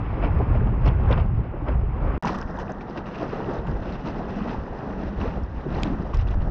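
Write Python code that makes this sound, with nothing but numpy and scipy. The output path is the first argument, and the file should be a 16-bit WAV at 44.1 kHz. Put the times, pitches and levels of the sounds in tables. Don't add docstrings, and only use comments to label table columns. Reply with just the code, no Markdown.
import sys
import numpy as np
from scipy import signal
from scipy.fft import rfft, irfft, next_fast_len
from scipy.io import wavfile
from scipy.ndimage import uniform_filter1d, map_coordinates

SR = 44100
rng = np.random.default_rng(int(sys.argv[2]) if len(sys.argv) > 2 else 0)


def put_to_file(sound):
    columns = np.atleast_2d(sound).T
    safe = np.clip(columns, -1, 1)
    whole_steps = np.round(safe * 32767)
    wavfile.write(sys.argv[1], SR, whole_steps.astype(np.int16))


def invert_db(level):
    return 10 ** (np.asarray(level, dtype=float) / 20)


N = 286650
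CUT_START_S, CUT_END_S = 2.1795, 2.2252


def unit(x):
    return x / np.sqrt(np.mean(x ** 2) + 1e-20)


def curves(rows):
    s, *columns = np.transpose(rows)
    return [np.interp(np.arange(N) / SR, s, column) for column in columns]


def wobble(rate_hz):
    knots = rng.standard_normal(int(N * rate_hz / SR) + 4)
    return map_coordinates(knots, [np.arange(N) * rate_hz / SR])


def filtered(x, response):
    size = next_fast_len(N + SR // 2)
    hz = np.fft.rfftfreq(size, 1 / SR)
    return irfft(rfft(x, size) * response(hz), size)[:N]


def colour(points):
    f, db = np.transpose(points)
    return lambda hz: invert_db(np.interp(np.log(hz + 1), np.log(f + 1), db))


def by_view(first, second):
    return np.where(np.arange(N) < (CUT_START_S + CUT_END_S) / 2 * SR, first, second)


def per_view(x, responses):
    first, second = (unit(filtered(x, r)) for r in responses)
    return by_view(first, second)


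def swells(s, lift_db, length_s):
    step = 64
    t = np.arange(0, N + step, step) / SR
    since = t - s[:, None]
    width = np.where(since < 0, 0.52, 1) * np.abs(length_s)[:, None]
    bells = np.exp(-(since / width) ** 2)
    return np.interp(np.arange(N) / SR, t, lift_db @ bells)


def patchy(patchy_db):
    z = signal.stft(rng.standard_normal(N), nperseg=256)[2]
    field = uniform_filter1d(rng.standard_normal(z.shape), 4, 0)
    field = uniform_filter1d(field, 8, 1)
    return unit(signal.istft(z * invert_db(patchy_db * unit(field)), nperseg=256)[1][:N])


def bubbles(s, db, hz, cycles, rise, size):
    turns = np.arange(size) / SR * hz[:, None]
    life = turns / np.clip(cycles, .5, 40)[:, None]
    wave = np.sin(2 * np.pi * turns * (1 + rise * life))
    wave *= np.exp(-2 * life) * (1 - np.exp(-1.5 * turns)) ** 2
    wave *= np.cos(np.linspace(0, np.pi / 2, size))
    at = (s * SR).astype(int)[:, None] + np.arange(size)
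    return np.bincount(at.ravel(), (invert_db(db)[:, None] * wave).ravel(), N + size)[:N]


def swarm(hz, octaves, cycles, spread_db, count, size):
    u, g = rng.random((count, 2)), rng.standard_normal(count)
    pitch = np.clip(hz * 2 ** (octaves * g), 80, 12000)
    db = -spread_db * np.log(1.004 - u[:, 1]) + 10 * np.log10(pitch / hz)
    return unit(bubbles(u[:, 0] * N / SR, db, pitch, np.full(count, cycles), rise=0.12, size=size))


def mix(noise, grains, share):
    share = np.clip(share, 0, 1)
    return np.sqrt(1 - share) * noise + np.sqrt(share) * grains


# frequency in Hz, level in dB per Hz.
SURF_COLOURS = [
    [(12, -36), (20, -12), (70, -7.5), (132, -0.5), (205, -6.5), (327, -0.5), (734, -22.5), (830, -22.5),
     (2560, -30.5), (7000, -82), (9100, -112), (15400, -120)],
    [(12, -33), (20, -3.5), (51, -10), (211, -12), (291, -13.5), (1170, -20), (1970, -27.5), (2170, -43.5),
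     (5170, -60), (7500, -70), (9750, -102), (16500, -120)],
]


def surf():
    return invert_db(-42.5) * per_view(rng.standard_normal(N), map(colour, SURF_COLOURS))


# start in seconds, flow in dB, share thrown up as spray in dB.
FLOW_DRIFT = [(0.0, -36, -18), (0.44, -31, -22), (0.87, -37.5, -23), (1.31, -40, -22), (1.74, -38, -25.5),
              (2.18, -35, -20), (2.23, -29.5, -11.5), (2.62, -42.5, -26.5), (3.01, -41.5, -23.5),
              (3.39, -32.5, -20.5), (3.78, -36.5, -23.5), (4.17, -40, -16.5), (4.56, -37.5, -23),
              (4.95, -38, -21), (5.34, -44.5, -19), (5.72, -40.5, -24.5), (6.11, -38, -23),
              (6.5, -39, -25.5)]
# peak in seconds, lift in dB (negative in a lull),
# length in seconds, extra spray in dB.
WAVELETS = [(0.239, 6.0, 0.039, 7), (0.551, 0.5, 0.023, 6.5), (0.868, 5.5, 0.084, 6),
            (1.001, 4.5, 0.072, -0.5), (1.113, 10, 0.097, 5.5), (1.689, 7, 0.06, 3.7),
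            (2.068, 4.5, 0.13, -1.7), (2.606, 7.5, 0.19, 2.5), (2.7, 5, 0.014, 4), (2.815, 4.3, 0.013, 7.3),
            (2.903, 4, 0.076, 3.5), (2.979, 8, 0.033, 3.5), (3.067, 5.5, 0.027, 8.5), (3.155, 0.5, 0.1, 9),
            (3.225, 7, 0.033, -2.6), (3.498, 3.5, 0.048, -1.5), (3.672, 2, 0.014, 3), (3.89, 2, 0.098, 5),
            (4.077, 6.5, 0.06, 1), (4.197, 6.5, 0.089, -4.2), (4.291, 4, 0.038, 0.5), (4.405, 4.5, 0.16, 3),
            (4.803, 4.5, 0.13, -2), (5.026, 4, 0.1, 2.5), (5.236, 12.5, 0.12, 2.7),
            (5.369, 5.5, 0.047, -4.5), (5.572, 1.5, 0.07, 4), (5.663, 0, 0.022, -4), (5.762, 7.5, 0.19, 8),
            (6.2, -2.5, 0.1, 6.5), (1.8, -2.5, .12, 2), (.3, -2.5, .04, 1), (.46, -2.5, .03, 1),
            (1.03, -2, .03, 1)]


def stream():
    usual_flow_db, usual_share_db = -35, -22
    flow_db, share_db = curves(FLOW_DRIFT)
    s, lift_db, length_s, extra_db = np.transpose(WAVELETS)
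    flow_db = flow_db - usual_flow_db + swells(s, lift_db, length_s)
    return flow_db, share_db - usual_share_db + swells(s, extra_db, length_s)


# start in seconds, lift in dB
# (negative in a lull), length in seconds.
SPRAY_SLAPS = [(0.856, 7, 0.011), (.872, 11, 0.015), (1.109, 9.5, 0.029), (1.173, 6, 0.051),
               (2.252, 8.5, 0.019), (2.27, 11.5, 0.027), (2.342, 8.5, 0.017), (2.972, 9, 0.012),
               (3.144, 5.5, 0.019), (4.293, 1, 0.037), (4.356, 4.5, 0.021), (4.473, 6.5, 0.084),
               (6.137, 15.5, 0.021), (6.186, 8.5, 0.039), (6.27, 7.5, 0.023), (6.302, 10, 0.034),
               (6.338, 8, .012), (6.41, 8, 0.023), (3.295, 4, 0.08), (3.82, 3, .04), (1.68, 4.5, .025),
               (1.116, 0.5, .025), (2.225, -6, .02), (2.595, 10.5, 0.019), (2.382, 6, .012),
               (2.41, 4, .025), (2.436, -5, .035), (6.21, 4.5, .02), (6.245, -5, .025), (6.35, -4, .05),
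               (1.195, 4.5, .035), (1.13, 2.5, .015), (2.515, -3.5, .04), (2.632, -4, .04), (2.74, -3, .05),
               (6.222, -2.5, .025), (3.53, 4, .07), (3.6, -4, .06), (3.92, 4, .04), (4.05, 3, .04),
               (5.84, 3, .06), (2.615, 4, .012)]


def slaps():
    s, db, length_s = np.transpose(SPRAY_SLAPS)[:, :, None]
    t = np.arange(SR // 5) / SR
    shape = db * (1 - np.exp(-t * 500)) * np.exp(-(t / length_s) ** 3)
    at = (s * SR).astype(int) + np.arange(len(t))
    return np.bincount(at.ravel(), shape.ravel(), N + SR)[:N]


LAYER_FOLLOWS = {"wash": (-34, -37, 1.225, -0.2051, -5.5), "rush": (-42, -43.5, 1.01, 0.14, 4),
                 "spray": (-57, -57, 0.8, 0.8754, -5), "mist": (-76, -68, 0.9, 0.55, 2.5)}


def layer_levels():
    drain_peak_s, drain_s = 2.434, 0.28
    flow_db, share_db = stream()
    since = np.arange(N) / SR - drain_peak_s
    draining = by_view(0, np.exp(-(since / drain_s) ** 2))
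    return [by_view(first, second) + grow * flow_db + bright * share_db + drain_db * draining
            for first, second, grow, bright, drain_db in LAYER_FOLLOWS.values()]


# frequency in Hz, level in dB per Hz.
WASH_COLOURS = [
    [(71, -32), (120, -6.5), (236, -13), (478, -19), (525, -19), (900, -28.5), (1170, -49.5), (1980, -120)],
    [(71, -33), (120, 1.5), (188, -10.5), (286, -7), (314, -4), (900, -12), (1170, -40), (1980, -120)],
]
RUSH_COLOURS = [
    [(440, -29.5), (750, -7), (939, -5.5), (1090, -3), (1700, -12.5), (2300, -20.5), (2990, -39),
     (5060, -120)],
    [(440, -9), (750, -6.5), (944, -3), (1190, -2), (1920, -9), (2300, -30.5), (2990, -48), (5060, -120)],
]
SPRAY_COLOURS = [
    [(1120, -47.5), (1900, 0.5), (2660, 1), (3450, -13), (4400, -30.5), (5720, -56.5), (9680, -120)],
    [(1120, -33), (1900, -6), (1990, -5), (2160, -9), (2710, -7), (3200, -15), (4400, -24), (5720, -59),
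     (9680, -120)],
]
MIST_COLOURS = [
    [(2290, -23), (3900, -2.5), (4350, -2.5), (5090, 4), (5830, -11), (6470, -11), (7720, -30),
     (10000, -70), (17000, -120)],
    [(2290, -28.5), (3900, -7.5), (4490, -10.5), (4930, -2), (5530, -4), (5880, -4.5), (7150, -23.5),
     (7720, -21.5), (10000, -48.5), (17000, -120)],
]


def water():
    wash_db, rush_db, spray_db, mist_db = layer_levels()
    lift_db = slaps()
    churn_db = .4 * wobble(14) + .85 * wobble(45) + .55 * wobble(130)
    gurgle = swarm(600, 1.2, 3.5, spread_db=2.5, count=5000, size=1000)
    prickle = swarm(4000, .7, 5, spread_db=3.2, count=9000, size=250)
    body = mix(patchy(patchy_db=.6), gurgle, share=.04)
    fizz = mix(patchy(patchy_db=.9), prickle, share=.15)
    out = invert_db(wash_db + 0.19 * lift_db) * per_view(invert_db(1.6 * churn_db) * body, map(colour, WASH_COLOURS))
    out += invert_db(rush_db + 0.52 * lift_db) * per_view(invert_db(0.48 * churn_db) * body, map(colour, RUSH_COLOURS))
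    out += invert_db(spray_db + lift_db) * per_view(invert_db(0.72 * churn_db) * fizz, map(colour, SPRAY_COLOURS))
    return out + invert_db(mist_db + lift_db) * per_view(invert_db(1.4 * churn_db) * fizz, map(colour, MIST_COLOURS))


# start in seconds, peak in dB.
PINPRICKS = [(0.3121, -68), (0.3306, -67), (0.7866, -70), (0.9307, -72), (0.9547, -69), (1.2989, -76),
             (1.3173, -68), (1.3787, -76), (1.3947, -67), (2.3779, -80), (4.341, -77), (5.8196, -74),
             (5.8326, -62), (5.8454, -66), (5.872, -70), (5.8774, -71), (5.8824, -75), (6.1439, -70),
             (6.1768, -71), (6.2277, -68), (6.2866, -68)]
# frequency in Hz, level in dB per Hz.
PINPRICK_COLOUR = [(5500, -40), (7500, -3), (10500, 0), (13500, -4), (16000, -40)]


def pinpricks():
    s, db = np.transpose(PINPRICKS)
    clicks = np.bincount((s * SR).astype(int), invert_db(db + 5.0), N)[:N]
    burst = rng.standard_normal(90) * invert_db(-np.arange(90) / SR * 9000)
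    return filtered(np.convolve(clicks, burst)[:N], colour(PINPRICK_COLOUR))


# start in seconds, peak in dB,
# pitch in Hz.
SINGLE_DROPS = [(.853, -42.5, 2790), (.888, -34.5, 3200), (1.112, -34, 3000), (1.118, -42, 2540),
                (1.127, -29, 3500), (1.685, -41, 2850), (2.2468, -40, 2420), (2.4264, -40, 2620),
                (2.4763, -47, 2420), (2.6803, -41, 2520), (2.809, -38.5, 2320), (2.9744, -40, 2770),
                (3.059, -42, 2720), (3.1428, -43, 2820), (3.444, -40, 2790), (3.6731, -41, 2740),
                (5.214, -32.5, 2650), (5.8326, -26, 2430), (6.1335, -43, 2690), (6.286, -41, 3370),
                (2.3067, -40, 4170), (2.3316, -45, 3950), (2.352, -42, 3400), (2.5735, -49, 3500),
                (2.6189, -49, 3000), (3.5874, -46, 3750), (3.8329, -47, 3560), (3.9247, -45, 4180),
                (4.4929, -46, 3730), (5.2028, -46, 3880), (5.75, -44, 4200), (6.2719, -43, 2650),
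                (6.4071, -47, 2760), (5.872, -42, 2500), (1.2, -44, 3100),
                (.861, -42, 5130), (.866, -42, 4200), (.882, -42, 4300), (.877, -43.5, 5400),
                (1.1103, -49, 5570), (2.2248, -47.5, 4900), (2.2358, -46, 5400), (2.2533, -39, 5960),
                (2.4142, -38, 5250), (2.3875, -49, 5510), (2.385, -55, 7800), (2.3605, -51, 5800),
                (2.346, -58, 7000), (2.4275, -50, 4700), (2.5095, -52, 5240), (2.5655, -56, 5800),
                (2.332, -48, 5400), (5.0366, -50, 4940), (5.4357, -50, 5290), (4.6365, -55, 5010),
                (6.3115, -57, 6200), (6.187, -53, 5300), (3.538, -52, 6000), (2.5892, -49, 5700),
                (2.591, -53, 6400), (2.7204, -46, 6160), (2.8985, -50, 5030), (2.9662, -51, 4720),
                (2.9796, -49, 5040), (3.2131, -51, 4900), (3.229, -48, 4600), (3.2944, -49, 4730),
                (3.7135, -51, 4850), (4.0864, -47, 4750), (4.372, -55, 4830), (5.8233, -50, 5370),
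                (5.8334, -32.5, 4900), (6.145, -42, 5470), (6.1715, -42, 5040)]


def drops():
    s, db, hz = np.transpose(SINGLE_DROPS)
    return invert_db(7.5) * bubbles(s, db, hz, 3.5 + 0.0011 * hz, rise=0.01, size=400)


# start in seconds, peak in dB, 60 dB decay time in seconds.
HARD_DROPS = [(2.2362, -31, 0.0037), (5.8342, -12, 0.00096), (6.146, -31, 0.004), (6.1716, -38, 0.0037),
              (2.387, -40, .005), (2.589, -40, .004), (5.823, -40, .005), (3.6702, -42, .004)]
# frequency in Hz, level in dB per Hz.
HOUSING_COLOUR = [(1180, -18), (2000, 1), (2250, -12), (3290, 2.5), (5110, -16.5), (6090, -29), (6740, -10),
                  (7720, -18.5), (10000, -53), (17000, -120)]


def snaps():
    cracks, t = np.zeros(N), np.arange(600) / SR
    for s, db, t60 in HARD_DROPS:
        decay = invert_db(db + 7.0 - 60 * t / t60)
        cracks[round(s * SR):][:len(t)] += decay * rng.standard_normal(len(t))
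    return filtered(cracks, colour(HOUSING_COLOUR))


# start in seconds, peak in dB, pitch in Hz, life in cycles.
AIR_POCKETS = [(0.496, -24, 289, 5.6), (0.724, -19, 380, 4.6), (0.777, -15, 334, 2.1), (0.86, -19, 650, 5),
               (1.104, -9.5, 526, 5), (1.184, -19.5, 666, 10), (1.54, -20, 348, 3.8),
               (1.833, -22.5, 400, 7.8), (2.247, -8, 970, 4.8), (2.854, -27, 464, 6.9),
               (2.974, -26, 546, 4.1), (3.166, -24.5, 427, 9.7), (3.329, -20, 394, 6.4),
               (4.265, -21, 366, 3.4), (4.545, -22.5, 859, 9.5), (5.031, -15.5, 294, 3.3),
               (5.254, -17.5, 470, 9.1), (5.373, -18, 664, 3.5), (5.664, -10.5, 346, 2.8),
               (5.702, -22, 412, 4.1), (5.851, -18.5, 295, 9.1), (5.915, -13, 274, 4),
               (6.136, -17, 1090, 5.5), (.236, -17.5, 640, 7), (.406, -18.5, 780, 9), (.551, -18.5, 614, 7),
               (1.538, -21, 560, 4), (1.69, -19, 580, 6), (2.046, -20, 603, 4), (2.268, -14, 816, 5),
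               (2.293, -15, 950, 4), (2.586, -20, 921, 5), (2.695, -19, 746, 4), (2.329, -19, 700, 5),
               (3.219, -17, 673, 5), (3.403, -18, 923, 4), (3.521, -21, 659, 4), (3.591, -19, 484, 4),
               (3.87, -20, 546, 4), (4.205, -17, 684, 4), (2.42, -25, 1500, 6), (4.462, -19, 589, 4),
               (4.725, -20, 711, 4), (5.739, -21, 571, 4), (2.35, -22, 1150, 6), (.872, -17, 720, 5)]


def gulps():
    return invert_db(0.5) * bubbles(*np.transpose(AIR_POCKETS), rise=0.0084, size=1500)


# start in seconds, peak in dB, pitch in Hz, life in cycles.
HULL_KNOCKS = [(.255, -22, 300, 6), (.4, -22, 420, 7), (.612, -22, 420, 5), (.665, -20, 250, 5),
               (.72, -22, 200, 4), (.775, -21, 170, 5), (3.484, -22, 365, 9), (3.68, -21, 140, 5),
               (4.04, -29, 160, 8), (4.365, -22, 190, 6), (4.41, -26, 205, 7), (4.475, -27, 200, 8),
               (5.655, -25, 150, 5), (1.39, -28, 450, 4), (5.93, -24, 380, 5), (6.03, -26, 400, 5),
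               (1.62, -25, 300, 5)]


def thuds():
    return invert_db(5.5) * bubbles(*np.transpose(HULL_KNOCKS), rise=-.01, size=4000)


# peak in seconds, lift in dB, length in seconds.
GUSTS_AND_LULLS = [(0.098, -2, 0.032), (0.188, -8, 0.054), (0.32, -1, .066), (0.45, -12, .031),
                   (0.745, -4, 0.063), (0.862, 3, 0.026), (1.095, 4.5, .055), (1.397, 3, .03),
                   (1.514, -9, .19), (1.736, 1.5, 0.038), (2.063, 9, 0.026), (2.424, 4.5, 0.15),
                   (2.724, -8, 0.032), (2.898, -4, .06), (3.168, -5, .06), (3.415, 3, 0.047),
                   (3.593, 7, 0.034), (3.716, 8.5, 0.078), (4.036, -8, .055), (4.385, 1, .2),
                   (4.592, 9.5, .044), (4.71, 8, 0.032), (4.818, -8, 0.033), (5.067, 3, .054),
                   (5.13, -10, .037), (5.188, 6, 0.03), (5.323, -7.5, .054), (5.493, -8.5, 0.062),
                   (5.635, -13, 0.063), (6.268, -5, 0.027)]


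def gusts():
    return swells(*np.transpose(GUSTS_AND_LULLS))


# peak in seconds, lift in dB, length in seconds.
HULL_BOOMS = [(.023, -12.5, 0.24), (.302, 9.5, 0.12), (.47, -6, 0.14), (.69, 2, 0.047), (.855, 7, .051),
              (1.093, 6, .086), (1.52, -9.5, 0.11), (1.753, 10.5, 0.16), (2.267, 8.5, .12),
              (3.68, 4.5, 0.022), (4.4, 2.5, 0.11), (4.658, -5.5, .2), (5.482, -9, 0.089),
              (5.614, -7, 0.035), (5.89, 4.5, 0.081), (6.163, -15, .14), (6.371, -1.5, 0.093)]


def hull_level(gust_db):
    t = np.arange(N) / SR
    drift_db = by_view(-26 - 2.5 * t, -39 + 1.82 * (t - CUT_END_S))
    return drift_db + swells(*np.transpose(HULL_BOOMS)) + .1 * gust_db + 0.3 * stream()[0]


# frequency in Hz, width in Hz.
HULL_MODES = [
    (50, 31),
    (190, 116),
]


def hull_drum(gust_db):
    modes = [lambda f, c=c, w=w: (1j * f * w / (c * c - f * f + 1j * f * w)) ** 2 for c, w in HULL_MODES]
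    drum = per_view(rng.standard_normal(N), modes)
    drum /= uniform_filter1d(np.abs(drum), size=5000) ** 0.4
    return invert_db(hull_level(gust_db)) * unit(drum)


# time in seconds, level in dB.
WIND_STRENGTH = [(0, -26), (.44, -18), (.87, -20), (1.31, -21), (1.74, -25), (2.18, -28), (2.23, -37),
                 (2.62, -37.5), (3.01, -41.5), (3.39, -41), (3.78, -33), (4.17, -35), (4.75, -40.5),
                 (5.34, -26.5), (5.8, -27), (6.125, -32), (6.145, -17.5), (6.5, -23)]
# frequency in Hz, level in dB per Hz.
BUFFET_COLOURS = [
    [(8.8, -40), (15, -14), (38, 1.5), (54, -1), (120, -5.5), (166, -16), (220, -19.5), (290, -32.5),
     (480, -120)],
    [(8.8, -43.5), (15, -6.5), (32, 0), (47, 1.5), (108, -8.5), (135, -20), (150, -15), (200, -53.5),
     (330, -120)],
]


def buffeting(gust_db):
    swing = invert_db(2.3 * wobble(18)) * rng.standard_normal(N)
    swing = per_view(swing, map(colour, BUFFET_COLOURS))
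    swing /= uniform_filter1d(np.abs(swing), size=3500) ** 0.93
    return invert_db(curves(WIND_STRENGTH)[0] + gust_db) * unit(swing)


def wind():
    top, knee = .4, 3.6
    gust_db = gusts()
    low = buffeting(gust_db) + hull_drum(gust_db)
    return low / (1 + np.abs(low / top) ** knee) ** (1 / knee)


# frequency in Hz, gain in dB.
MEMBRANE_GAIN = [(7600, 0), (9200, -12.5), (12000, -44)]


def membrane(x):
    return filtered(x, colour(MEMBRANE_GAIN))


def scene():
    splashes = drops() + snaps() + gulps() + thuds()
    return (membrane(surf() + water() + splashes + wind()) + pinpricks())[None]


def top_cut(x):
    return signal.sosfilt(signal.butter(12, 14200, fs=SR, output="sos"), x)


def record(dry):
    t = np.arange(N) / SR
    since = t - CUT_START_S
    first = np.clip(-since / .0008, 0, 1)
    tail = invert_db(-28.5 - 690 * since) * (since > 0) * (since < .031)
    second = t > CUT_END_S
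    hiss = invert_db(-104) * rng.standard_normal(N)
    click = invert_db(-26 - 11000 * np.abs(t - CUT_END_S)) * second
    return top_cut(click + (dry + hiss) * (first + tail + second))


dry = scene()
out = record(dry)
put_to_file(out)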